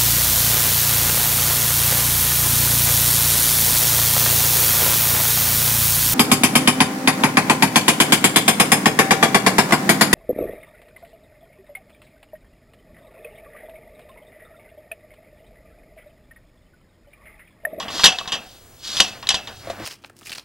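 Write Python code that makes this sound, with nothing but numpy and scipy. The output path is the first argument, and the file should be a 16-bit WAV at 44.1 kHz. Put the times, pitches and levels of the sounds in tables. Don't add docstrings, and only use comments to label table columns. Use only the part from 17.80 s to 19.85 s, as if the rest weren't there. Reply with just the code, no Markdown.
import sys
import numpy as np
from scipy import signal
from scipy.fft import rfft, irfft
from scipy.io import wavfile

SR = 44100
rng = np.random.default_rng(int(sys.argv[2]) if len(sys.argv) > 2 else 0)


def dump_mix(stems):
    frames = np.atleast_2d(stems).T
    limited = np.clip(frames, -1, 1)
    pcm = np.round(limited * 32767).astype(np.int16)
    wavfile.write(sys.argv[1], SR, pcm)


N = 90404

# frequency_hz, density_db
AIR_COLOUR = [(20, -9.5), (90, -7.5), (170, -18), (400, -13.5), (1000, -23), (3000, -28), (8000, -25),
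              (15500, -31.5)]
# frequency_hz, density_db
CRACK_COLOUR = [(40, -39), (180, -31), (400, -30), (1100, -18), (1500, -0.5), (2300, -3.5), (3700, 4),
                (5000, -1), (7500, -6), (15500, -26.5)]
SLAP_RISE_S, SLAP_FALL_S = 0.0009, 0.0022


def undb(db):
    return 10 ** (np.asarray(db) / 20)


def unit(x):
    return x / np.sqrt(np.mean(x ** 2))


def on_log_axis(hz, points, values):
    return np.interp(np.log(hz + 1), np.log(points), values)


def noise(colour):
    gain = undb(on_log_axis(np.fft.rfftfreq(N, 1 / SR), *np.array(colour).T))
    return unit(irfft(rfft(rng.standard_normal(N)) * gain, N))


def wander(seconds):
    hz = np.fft.rfftfreq(N, 1 / SR)
    return unit(irfft(rfft(rng.standard_normal(N)) / (1 + (2 * hz * seconds) ** 2) ** 2, N))


def level_curve(points):
    return np.interp(np.arange(N) / SR, *np.array(points).T)


def fade(t, t60):
    return np.exp(-np.log(1000) * t / t60)


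def ring(modes, t):
    return sum(undb(db) * fade(t, t60) * np.sin(2 * np.pi * (hz * t + rng.random()))
               for hz, db, t60 in modes)


def add(out, start_s, sound):
    i = int(round(start_s * SR))
    sound = sound[max(-i, 0):max(N - i, 0)]
    out[max(i, 0):max(i, 0) + len(sound)] += sound


def piece(x, size):
    i = int(rng.random() * (N - size))
    return x[..., i:i + size]


def room_tone():
    drone_level = [(.8, -57.5), (2.05, -45.5)]  # time_s, level_db
    drone_colour = [(25, -19.5), (108, 8), (160, -7), (400, -33)]  # frequency_hz, density_db
    drone = noise(drone_colour) * undb(level_curve(drone_level))
    return undb(-50.5) * noise(AIR_COLOUR) + drone


def monitor_whine():
    tones = [(11770, -63, 50), (15735, -56, 8)]  # pitch_hz, level_db, width_hz
    t = np.arange(N) / SR
    out = np.zeros(N)
    for hz, db, width_hz in tones:
        drift = np.cumsum(width_hz / 2 * wander(1 / width_hz)) / SR
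        out += undb(db) * np.sqrt(2) * np.sin(2 * np.pi * (hz * t + drift))
    return out


def room_reverb(x, t60_s):
    tail = rng.standard_normal(SR) * fade(np.arange(SR) / SR, t60_s)
    return signal.fftconvolve(x, tail / np.sqrt(np.sum(tail ** 2)))[:N]


def reel_rumble():
    turning = [(0, -40.5), (.2, -37.5), (.4, -52.5), (.56, -38.5), (.7, -57), (1.0, -62), (1.15, -40),
               (1.45, -47), (1.58, -39), (1.75, -55), (1.85, -44), (1.99, -43.5), (2.02, -36)]
    rumble_colour = [(60, -29), (200, -0.5), (400, -6), (680, -1), (900, -7), (1600, -6), (2500, -12),
                     (6000, -29.5)]
    rough_db = 3.0 * wander(seconds=0.024)
    return noise(rumble_colour) * undb(level_curve(turning) + rough_db)


def cable_hiss():
    sliding = [(0, -33), (.07, -62), (.11, -35.5), (.16, -29), (.23, -26), (.32, -37), (.44, -57),
               (.74, -50.5), (.9, -71), (1.01, -51.5), (1.05, -32.5), (1.19, -25.5), (1.27, -32.5),
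               (1.33, -45), (1.41, -65), (1.77, -47), (1.98, -54), (2.05, -40.5)]
    hiss_colour = [(200, -16), (650, -18), (1200, -8), (2250, -10), (3400, 2), (4600, 2), (6500, -5),
                   (9000, -14.5), (15500, -22.5)]
    grain_db = 1.5 * wander(seconds=0.0053)
    return noise(hiss_colour) * undb(level_curve(sliding) + grain_db)


def knocks_and_thump():
    knocks = [(0.104, -28, 1150, -7.5), (0.240, -24, 125, -23), (0.412, -24.5, 1120, -30),
              (1.206, -19, 520, -22), (1.872, -24, 577, -19), (1.899, -24, 604, -6.5),
              (1.902, -21, 640, -25), (1.999, -21, 360, -37)]
    dull_modes = [(125, -19.5, 0.45), (325.4, -8, 0.17), (542, -2.5, 0.064), (679, 1, 0.053),
                  (1130, 1, 0.046)]
    focus_db_per_octave, tick_s = 11.5, 0.013
    t = np.arange(SR // 4) / SR
    out, crack = np.zeros(N), noise(CRACK_COLOUR)
    for start_s, db, pitch_hz, tick_db in knocks:
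        modes = [(hz, mode_db - focus_db_per_octave * abs(np.log2(hz / pitch_hz)), t60)
                 for hz, mode_db, t60 in dull_modes]
        thud = ring(modes, t)
        tick = undb(tick_db) * piece(crack, len(t)) * np.exp(-t / tick_s)
        add(out, start_s, undb(db) * (thud + tick))
    return out


def coil_bands(t):
    coil = [(50.6, -31.5, .25), (190, -10, 0.23), (327, -21, 0.25), (654, -12, 0.36), (1100, -5, 0.13),
            (1360, -18, 0.33), (1880, -3.5, 0.12), (2240, -16.5, 0.27), (3100, 0.5, 0.18), (4170, -4, 0.11),
            (6040, -8.5, 0.14), (15220, -36.5, 0.099)]
    centres_hz = [row[0] for row in coil]
    hz = np.fft.rfftfreq(N, 1 / SR)
    spectrum = rfft(noise([row[:2] for row in coil]))
    bands = [irfft(spectrum * on_log_axis(hz, centres_hz, share), N) for share in np.eye(len(coil))]
    return np.array(bands), np.array([fade(t, row[2]) for row in coil])


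def cage_rattle(t, flutter):
    cage_modes = [(749, -12.5, 0.59), (1097, -1.5, 0.14), (1382, -18, 0.087), (2626, -4.5, 0.35),
                  (2770, -8, 0.33), (3355, 3, 0.14), (3360, -12, 0.16), (4000, -3.5, 0.14), (4740, 1, 0.14),
                  (5810, -5, 0.18)]
    return sum(ring([mode], t) * piece(flutter, len(t)) for mode in cage_modes)


def coil_chirps(t, pitch_hz, waver):
    branches = [(752, -21, 0.02, 0.003), (2714, -3, 0.01, 0), (5620, -14.5, 0.013, 0.007)]  # final_hz, gain_db, decay_s, arrival_s
    glide_s, waver_depth = 0.0085, 0.025
    excess = pitch_hz / branches[1][0] - 1
    glide = 1 + excess * np.exp(-np.maximum(t, 0) / glide_s)
    out = np.zeros(len(t))
    for final_hz, db, decay_s, arrival_s in branches:
        age = np.maximum(t - arrival_s, 0)
        hz = final_hz * glide * (1 + waver_depth * piece(waver, len(t)))
        swell = np.exp(np.minimum(t - arrival_s, 0) / SLAP_RISE_S - age / decay_s)
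        out += undb(db) * swell * np.sin(2 * np.pi * (np.cumsum(hz) / SR + rng.random()))
    return out


def tilt(x, brightness_db):
    hz = np.fft.rfftfreq(len(x), 1 / SR)
    weight = on_log_axis(hz, [300, 1000, 2800, 12000], [0, -1.5, 0, 2.1])
    return irfft(rfft(x) * undb(brightness_db * weight), len(x))


def bite(x, pitch_hz, peak_db=11, half_width_octaves=0.13):
    octaves = np.log2((np.fft.rfftfreq(len(x), 1 / SR) + 1) / pitch_hz)
    return irfft(rfft(x) * undb(peak_db / (1 + (octaves / half_width_octaves) ** 2)), len(x))


def cable_slaps():
    slaps = [(0.003, -33.5, -4.5, 9, 3234), (0.028, -25.5, -5.5, -3, 3210), (0.083, -26.5, -5.5, 0.5, 3485),
             (0.195, -24.5, -5, 7, 3277), (0.237, -4, -6, -16, 4400), (0.2419, 3.5, -1, -7, 4443),
             (0.247, -10, 7, -1, 3260), (0.2578, -0.5, 1.5, -3.5, 3309), (0.261, -5, 3.5, -5, 3380),
             (0.266, 0.5, -2, -13, 3664), (0.276, -18, 2.5, -8, 2920), (0.325, -18.5, -4.5, -12, 3600),
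             (0.387, -15.5, -2.5, -7.5, 3700), (0.458, -30, -13, -15, 3900), (0.477, -27.5, -2.5, 6, 4090),
             (0.521, -22, -0.5, 5, 3260), (0.526, -21, -1, 3, 3290), (0.541, -21, -1, -0.5, 3236),
             (1.169, -25.5, 1, 9, 3483), (1.2014, -6.5, -4.5, -11.5, 3066), (1.2043, 2.5, 2.5, -10.5, 3362),
             (1.22, -20.5, -1, -8.5, 3250), (1.429, -26.5, -6.5, -4, 5410), (1.4717, -19, 0, -11.5, 4040),
             (1.4917, -3, 1.5, -10, 3950), (1.505, -18.5, 0, 6, 3510), (1.544, -15, 0.5, 0, 3993),
             (1.674, -26, -4.5, -1.5, 3820)]
    size, margin_s, lead_s = 16384, 0.008, 0.0015
    ping_db, ping_t60_s = -17, 0.24
    t = np.arange(size) / SR - margin_s
    age = np.maximum(t, 0)
    rise = np.exp(np.minimum(t, 0) / SLAP_RISE_S)
    lead = (t > -lead_s) * np.exp(-np.abs(t + lead_s) / SLAP_FALL_S)
    contact, waver = noise(CRACK_COLOUR), wander(seconds=0.001)
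    bands, decays = coil_bands(age)
    dull, flutter = tilt(contact, brightness_db=-1.5), wander(seconds=0.01)
    out = np.zeros(N)
    for start_s, db, brightness_db, ring_db, pitch_hz in slaps:
        crack = undb(-5.5) * bite(piece(contact, size), pitch_hz) * np.exp(-age / SLAP_FALL_S)
        coil = undb(-5) * np.sum(piece(bands, size) * decays, axis=0)
        cage = undb(-14.5) * cage_rattle(age, flutter)
        ping = ring([(pitch_hz, ping_db, ping_t60_s)], age)
        forerunner = undb(-5.5) * lead * piece(dull, size)
        chirps = undb(0.73 * ring_db) * coil_chirps(t, pitch_hz, waver)
        slap = forerunner + rise * (crack + undb(ring_db) * (coil + cage + ping)) + chirps
        add(out, start_s - margin_s, undb(db) * tilt(slap, brightness_db))
    return out


def scene():
    left_lag_s, balance_db = 22e-6, 0.4
    reel = cable_slaps() + knocks_and_thump() + cable_hiss() + reel_rumble()
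    mix = reel + undb(-25) * room_reverb(reel, t60_s=1) + monitor_whine() + room_tone()
    delay = np.exp(-2j * np.pi * np.fft.rfftfreq(N, 1 / SR) * left_lag_s)
    left = irfft(rfft(mix) * delay, N) * undb(balance_db / 2)
    right = mix * undb(-balance_db / 2)
    return np.array([side + undb(-72.5) * noise(AIR_COLOUR) for side in (left, right)])


def record(dry):
    knee, top_hz = 4.5, 15900
    clipped = dry / (1 + np.abs(dry) ** knee) ** (1 / knee)
    return signal.sosfilt(signal.ellip(10, .1, 70, top_hz, fs=SR, output="sos"), clipped)


dry = scene()
out = record(dry)
dump_mix(out)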